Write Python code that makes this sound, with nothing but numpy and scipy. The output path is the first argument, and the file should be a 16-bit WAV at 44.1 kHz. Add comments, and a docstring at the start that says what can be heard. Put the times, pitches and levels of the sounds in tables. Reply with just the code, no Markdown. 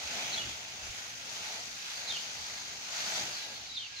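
"""A peacock shivers its raised train in a paved yard, over a low outdoor rumble: throughout, the quills
rattle in quick strokes and the fan whooshes, in swells. A small bird whistles at the start, sparrows chirp
at 0.3 s, both echoing off the house walls, and puffs of air touch the microphone. From 1.1 s a faint whine
comes and goes. Sparrows chirp again at 2.1 s and one more puff follows. The shiver peaks at 3.2 s,
then dies down under three more whistles and the last chirps."""
import sys
import numpy as np
from scipy import signal
from scipy.fft import rfft, irfft, next_fast_len
from scipy.io import wavfile
from scipy.ndimage import uniform_filter1d, map_coordinates

SR = 44100
rng = np.random.default_rng(int(sys.argv[2]) if len(sys.argv) > 2 else 0)


def file_out(sig):
    """Save sig as 16-bit WAV at sys.argv[1]."""
    # one column per channel
    cols = np.atleast_2d(sig).T
    # limit, then scale
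    lim = np.clip(cols, -1, 1)
    pcm = np.round(lim * 32767).astype(np.int16)
    wavfile.write(sys.argv[1], SR, pcm)


N = 176400
TIME_S = np.arange(N) / SR
FFT_SIZE = next_fast_len(N + SR // 2)
FREQ_HZ = np.fft.rfftfreq(FFT_SIZE, 1 / SR)


def amp(db):
    """Decibels to gain."""
    return 10 ** (np.asarray(db) / 20)


def unit(x):
    """Scale to rms 1."""
    return x / np.sqrt(np.mean(x ** 2) + 1e-20)


def wobble(rate_hz):
    """Smooth random curve, rate_hz knots a second."""
    return map_coordinates(rng.standard_normal(int(N * rate_hz / SR) + 4), [TIME_S * rate_hz])


def pan(db):
    """Stereo gains for a left-minus-right level."""
    return amp(np.array([[db], [-db]]) / 2)


def coloured(pair, spectrum):
    """Two unrelated signals to stereo of rms 1, with the given spectral shape and L/R correlation."""
    hz, *columns = np.array(spectrum, float).T
    left_db, right_db, correlation = [np.interp(np.log(FREQ_HZ + 1), np.log(hz), c) for c in columns]
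    angle = np.arccos(np.clip(correlation, -1, 1)) / 2
    mid, side = rfft(pair, FFT_SIZE) * [np.cos(angle), np.sin(angle)]
    channels = np.array([(mid + side) * amp(left_db), (mid - side) * amp(right_db)])
    return unit(irfft(channels, FFT_SIZE)[:, :N])


def noise(patchy_db=1.5):
    """Two noises with patches of random gain in time and frequency."""
    bins = signal.stft(rng.standard_normal((2, N)), nperseg=512)[2]
    patches = uniform_filter1d(rng.standard_normal(bins.shape[1:]), size=6, axis=0)
    patches = unit(uniform_filter1d(patches, size=14, axis=1))
    return unit(signal.istft(bins * amp(patchy_db * patches), nperseg=512)[1][:, :N])


def swells(rows):
    """Sum of Gaussian gain bumps."""
    return sum(amp(db) * np.exp(-((TIME_S - peak_s) / half_s) ** 2 / 2) for peak_s, half_s, db in rows)


def gate(start_s, length_s, fade_s):
    """Fade in, hold, fade out."""
    age_s = TIME_S - start_s
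    return np.sin(np.pi / 2 * np.clip(np.minimum(age_s, length_s - age_s) / fade_s, 0, 1)) ** 2


# (frequency [Hz], left [dB], right [dB], L/R correlation)
YARD_SPECTRUM = [(20, -24, -17, .7), (40, -16, -19, .8), (59, -6, -5, 0.98), (105, -0.5, -0.5, 0.8),
                 (158, -9, -10.5, 0.68), (250, -8.5, -11.5, 0.9), (405, -15, -14.5, 0.42),
                 (796, -20, -16.5, 0), (1100, -37, -17, 0), (2480, -6, -7.5, 0), (5860, -19, -2.5, 0),
                 (8000, -31, -46, 0), (15000, -51, -48, 0)]
YARD_DB = -54


def yard():
    """Steady outdoor rumble and hush."""
    return amp(YARD_DB) * coloured(noise(), YARD_SPECTRUM)


# (start [s], length [s], level [dB])
WHINE_SPELLS = [(1.093, 0.3, -67), (1.7, .42, -63), (2.422, 0.4, -63), (3.367, 0.19, -57), (3.89, .2, -58)]
WHINE_HZ = 1636


def whine():
    """Thin intermittent tone, perhaps an air conditioner's fan."""
    pitch_hz = WHINE_HZ * (1 + .0015 * wobble(25.25))
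    level = sum(amp(db) * gate(start_s, length_s, fade_s=.026) for start_s, length_s, db in WHINE_SPELLS)
    return level * np.sin(2 * np.pi * np.cumsum(pitch_hz) / SR)


# (time [s], half length [s], level [dB])
PUFF_SWELLS = [(.06, .02, -59), (.5, .04, -56), (.83, .035, -54), (.9, .016, -52.5), (2.41, .035, -59.5)]
# (frequency [Hz], left [dB], right [dB], L/R correlation)
PUFF_SPECTRUM = [(20, -20, -20, .6), (40, -8, -3, .8), (60, -3, 2, 0.94), (88, 4, 1, 1),
                 (160, -20, -23, .8), (500, -60, -60, 0)]


def air_puffs():
    """Low puffs of air on the microphone."""
    return swells(PUFF_SWELLS) * coloured(noise(), PUFF_SPECTRUM)


# (frequency [Hz], T60 [s])
WALL_DECAY = [(500, 0.31), (3000, 0.4), (8000, 0.1)]
WALL_DB = -5


def wall_echo(source):
    """Short stereo reverberation between the house walls."""
    hz, age_s, bins = signal.stft(rng.standard_normal((2, SR // 2)), SR, nperseg=256)
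    t60_s = np.interp(hz, *np.transpose(WALL_DECAY))
    tail = signal.istft(bins * amp(-60 * age_s / t60_s[:, None]), SR, nperseg=256)[1]
    tail /= np.linalg.norm(tail[0])
    return amp(WALL_DB) * signal.fftconvolve(source[None], tail, axes=1)[:, :N]


# (start [s], length [s], settling time [s], level [dB], octave swell [dB])
WHISTLE_NOTES = [(0.027, .09, 0.026, -49, 0), (3.302, 0.19, .042, -48, -13), (3.635, 0.128, .018, -48, 10),
                 (3.923, .1, .022, -48, -2)]
WHISTLE_END_HZ, WHISTLE_DROP_HZ, WHISTLE_HOLD_S, WHISTLE_FLUTTER_DB = 1935, 606, .016, 4
FUNDAMENTAL_DB, FUNDAMENTAL_FADE_DB, OCTAVE_DELAY_S = -6, 18, .015


def whistling_bird():
    """Thin notes that hold, fall and level out; the fundamental fades as the octave takes over."""
    out = np.zeros(N)
    for start_s, length_s, settle_s, db, swell_db in WHISTLE_NOTES:
        age_s = TIME_S - start_s
        progress = np.clip(age_s / length_s, 0, 1)
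        falling_s = np.maximum(age_s - WHISTLE_HOLD_S, 0)
        pitch_hz = WHISTLE_END_HZ + WHISTLE_DROP_HZ * np.exp(-falling_s / settle_s)
        phase = 2 * np.pi * np.cumsum(pitch_hz * (1 + .01195 * wobble(400))) / SR
        fundamental = gate(start_s, length_s, fade_s=.0097) * np.sin(phase)
        fundamental *= amp(FUNDAMENTAL_DB - FUNDAMENTAL_FADE_DB * progress)
        octave = gate(start_s + OCTAVE_DELAY_S, length_s - OCTAVE_DELAY_S, fade_s=.019) * np.sin(2 * phase)
        octave *= amp(swell_db * (progress - .5))
        out += amp(db + WHISTLE_FLUTTER_DB * wobble(90)) * (fundamental + octave)
    return out


# (start [s], length [s], start pitch [Hz], end pitch [Hz], level [dB])
SPARROW_NOTES = [(0.317, 0.043, 4300, 4180, -40), (.328, .028, 3900, 3800, -36),
                 (0.364, 0.036, 3380, 3320, -34), (0.393, 0.032, 3010, 2880, -36),
                 (2.07, 0.029, 4100, 4100, -36), (2.093, .03, 3730, 3670, -32),
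                 (2.107, 0.054, 3260, 3180, -39), (2.157, 0.026, 2930, 2854, -37.5),
                 (2.944, 0.14, 4570, 4480, -45.5), (3.53, 0.047, 4380, 4300, -50),
                 (3.724, .04, 4700, 4720, -51), (3.753, 0.021, 3980, 3940, -40),
                 (3.765, 0.024, 3740, 3630, -33.5), (3.775, 0.065, 3226, 3070, -43),
                 (3.829, 0.047, 2926, 2690, -43), (3.84, 0.048, 4480, 4650, -52),
                 (3.982, .04, 4330, 4200, -45)]
NOTE_SWELL_DB, NOTE_FLUTTER_DB, NOTE_ROUGHNESS = 2.5, 2, .021


def sparrows():
    """Chirps of rough, swelling notes that step down in pitch, and faint peeps from further off."""
    out = np.zeros(N)
    for start_s, length_s, from_hz, to_hz, db in SPARROW_NOTES:
        progress = np.clip((TIME_S - start_s) / length_s, 0, 1)
        jitter = 1 + NOTE_ROUGHNESS * wobble(700) + .012 * wobble(90)
        pitch_hz = (from_hz + (to_hz - from_hz) * progress) * jitter
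        level = amp(db + NOTE_SWELL_DB * (progress - 1) + NOTE_FLUTTER_DB * wobble(110))
        out += gate(start_s, length_s, fade_s=.0071) * level * np.sin(2 * np.pi * np.cumsum(pitch_hz) / SR)
    return out


# (time [s], half length [s], level [dB])
RASP_SWELLS = [(.345, 0.028, -43), (2.11, 0.038, -46), (3.795, 0.049, -44.5), (4, 0.018, -48)]
# (frequency [Hz], left [dB], right [dB], L/R correlation)
RASP_SPECTRUM = [(2000, -36, -31, 0), (2720, -13, -11, 0), (3600, 3, -1, 0), (4400, 4, 3, .3),
                 (4700, -7, -9, 0.029), (5600, -55, -45, 0)]


def sparrow_rasp():
    """Noise burst near 4 kHz with each chirp."""
    return swells(RASP_SWELLS) * coloured(noise(), RASP_SPECTRUM)


# (time [s], level [dB])
WHOOSH_LEVEL = [(0, -53), (.22, -47), (.45, -53), (.7, -57), (.88, -55.5), (1.17, -59), (1.51, -50),
                (1.78, -62), (2.05, -53.5), (2.4, -56), (2.85, -58), (3.04, -49), (3.22, -47.5),
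                (3.35, -55), (3.52, -52.5), (3.75, -67), (4, -65.5)]
# (time [s], half length [s], level [dB])
SWISH_SWELLS = [(.35, 0.15, -55), (.8, 0.093, -66.5), (1.1, 0.034, -65.5), (2.7, 0.07, -61.5),
                (3.22, 0.074, -54.5)]
# both: (frequency [Hz], left [dB], right [dB], L/R correlation)
WHOOSH_SPECTRUM = [(60, -24, -26, .8), (140, -7.5, -10.5, 0.91), (257, -5, -6.5, 0.88),
                   (320, -11, -15, 0.59), (388, -8, -7, .7), (507, -3, -7, .65), (584, -1, -5, .6),
                   (666, 1.5, -3, 0.83), (864, 0, 0.5, 0.92), (1050, -13, -10, 0.16), (1420, -21, -9, -.4),
                   (2200, -42, -38, 0)]
SWISH_SPECTRUM = [(50, -11, -17, .8), (130, 3, 1, 0.73), (240, 0, -8, .85), (393, -4, -4, 0.9),
                  (700, -18, -21, .6), (1500, -60, -60, 0)]
RIGHT_PORT_LAG_S = .00009


def fan_air(strokes):
    """The fan stirs the air and swishes deeply as it sways; both reach the right microphone port later."""
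    level = amp(np.interp(TIME_S, *np.transpose(WHOOSH_LEVEL)))
    whoosh = level * coloured(noise() * strokes, WHOOSH_SPECTRUM)
    swishes = swells(SWISH_SWELLS) * coloured(noise(), SWISH_SPECTRUM)
    left, right = whoosh + swishes
    return np.array([left, np.interp(TIME_S - RIGHT_PORT_LAG_S, TIME_S, right)])


# (time [s], low band [dB], high band [dB], treble band [dB])
TURN_BAND_GAINS = [(0, 1, -0.5, -0.5), (.35, 2.5, -3, -1), (.7, 1, -2, -1), (1.1, 0.5, -2, 0.5),
                   (1.5, -0.5, 0.5, 1), (2.05, .5, 1, 0.5), (2.6, -1, 1.5, -1), (3.1, -1.5, -0.5, -0.5),
                   (3.5, 1.5, 2, 1), (3.8, 1, 2, -4), (4, 2.5, 1, -5)]
BAND_CENTRES_HZ, BAND_WIDTH_OCT = (3000, 4300, 11500), .33


def fan_turning(rattle):
    """Three broad bands of the rattle rise and fall slowly as the fan turns."""
    spectrum = rfft(rattle, FFT_SIZE)
    times_s, *gains_db = np.transpose(TURN_BAND_GAINS)
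    for centre_hz, db in zip(BAND_CENTRES_HZ, gains_db):
        bell = np.exp(-(np.log2((FREQ_HZ + 1) / centre_hz) / BAND_WIDTH_OCT) ** 2 / 2)
        band = irfft(spectrum * bell, FFT_SIZE)[:, :N]
        rattle = rattle + (amp(np.interp(TIME_S, times_s, db)) - 1) * band
    return rattle


# (time [s], relative level [dB])
SHIVER_EFFORT = [(0, -46), (.1, -43.5), (.3, -43), (.67, -50), (1, -47), (1.17, -49.5), (1.48, -45.5),
                 (1.75, -49.5), (2.04, -46), (2.3, -47.5), (2.55, -47), (2.8, -50), (2.97, -42.5),
                 (3.17, -39.5), (3.34, -47), (3.6, -52), (3.85, -55.5), (4, -53)]
# (frequency [Hz], left [dB], right [dB], L/R correlation)
QUILL_SPECTRUM = [(302, -43, -52, 0.9), (805, -17, -9.5, 0.4), (1066, -10, -12, 0.0),
                  (1450, -6.5, -3, -0.3), (1740, -6, -4.5, -0.48), (1990, -8.5, -2, 0.05),
                  (2380, -5.5, -1, 0.22), (2960, -7.5, -2, -0.23), (3660, -3.5, -2.5, -0.48),
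                  (4580, -2.5, -3.5, 0.35), (5520, -2.5, -8.5, -0.15), (6440, 1, -6.5, 0.25),
                  (7200, -6.5, -13.5, -0.04), (8000, -14.5, -34.5, -0.04), (8660, -17.5, -36, -0.0),
                  (12360, -20, -47, 0.0), (13900, -30.5, -45, 0.0), (15250, -19.5, -25.5, -0.2)]
TICKS_PER_S, TICK_SPREAD_DB, TICK_POWER_SHARE = 3200, 2.5, .3
QUILL_GAIN_DB, QUILL_FLUTTER_DB = 6.5, .49


def quill_rattle(strokes):
    """Quills tick and rub at every stroke, louder as the train shivers harder."""
    ticks = (rng.random((2, N)) < TICKS_PER_S / SR) * rng.choice([-1, 1], (2, N))
    ticks = unit(ticks * amp(TICK_SPREAD_DB * np.minimum(rng.exponential(size=(2, N)), 4)))
    rubbing = noise(patchy_db=1.4)
    contact = np.sqrt(TICK_POWER_SHARE) * ticks + np.sqrt(1 - TICK_POWER_SHARE) * rubbing
    effort_db = np.interp(TIME_S, *np.transpose(SHIVER_EFFORT))
    level = amp(effort_db + QUILL_GAIN_DB + QUILL_FLUTTER_DB * wobble(22.02))
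    return level * fan_turning(coloured(contact * strokes, QUILL_SPECTRUM))


SHIVER_HZ, SHIVER_DRIFT = 26.24, .012
STROKE_DEPTH, STROKE_IMBALANCE = .085, .035


def peacock_train():
    """Two unequal strokes per shiver modulate the rattle and the whoosh."""
    phase = 2 * np.pi * np.cumsum(SHIVER_HZ * (1 + SHIVER_DRIFT * wobble(2.99))) / SR
    depth = STROKE_DEPTH * (1 + .23 * wobble(7.87))
    strokes = 1 + depth * np.cos(2 * phase) + STROKE_IMBALANCE * np.cos(phase)
    return quill_rattle(strokes) + fan_air(strokes)


def scene():
    """Peacock close by, small birds among the walls, yard behind."""
    peacock = peacock_train()
    calls = sparrows() + whistling_bird()
    birds = pan(db=-2.5) * calls + sparrow_rasp() + wall_echo(calls)
    background = yard() + pan(db=-8) * whine() + air_puffs()
    return background + birds + peacock


BAND_LIMIT_HZ = 15650


def record(dry):
    """Brick-wall low-pass at the camera's band limit."""
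    return irfft(rfft(dry, FFT_SIZE) * (FREQ_HZ < BAND_LIMIT_HZ), FFT_SIZE)[:, :N]


dry = scene()
out = record(dry)
file_out(out)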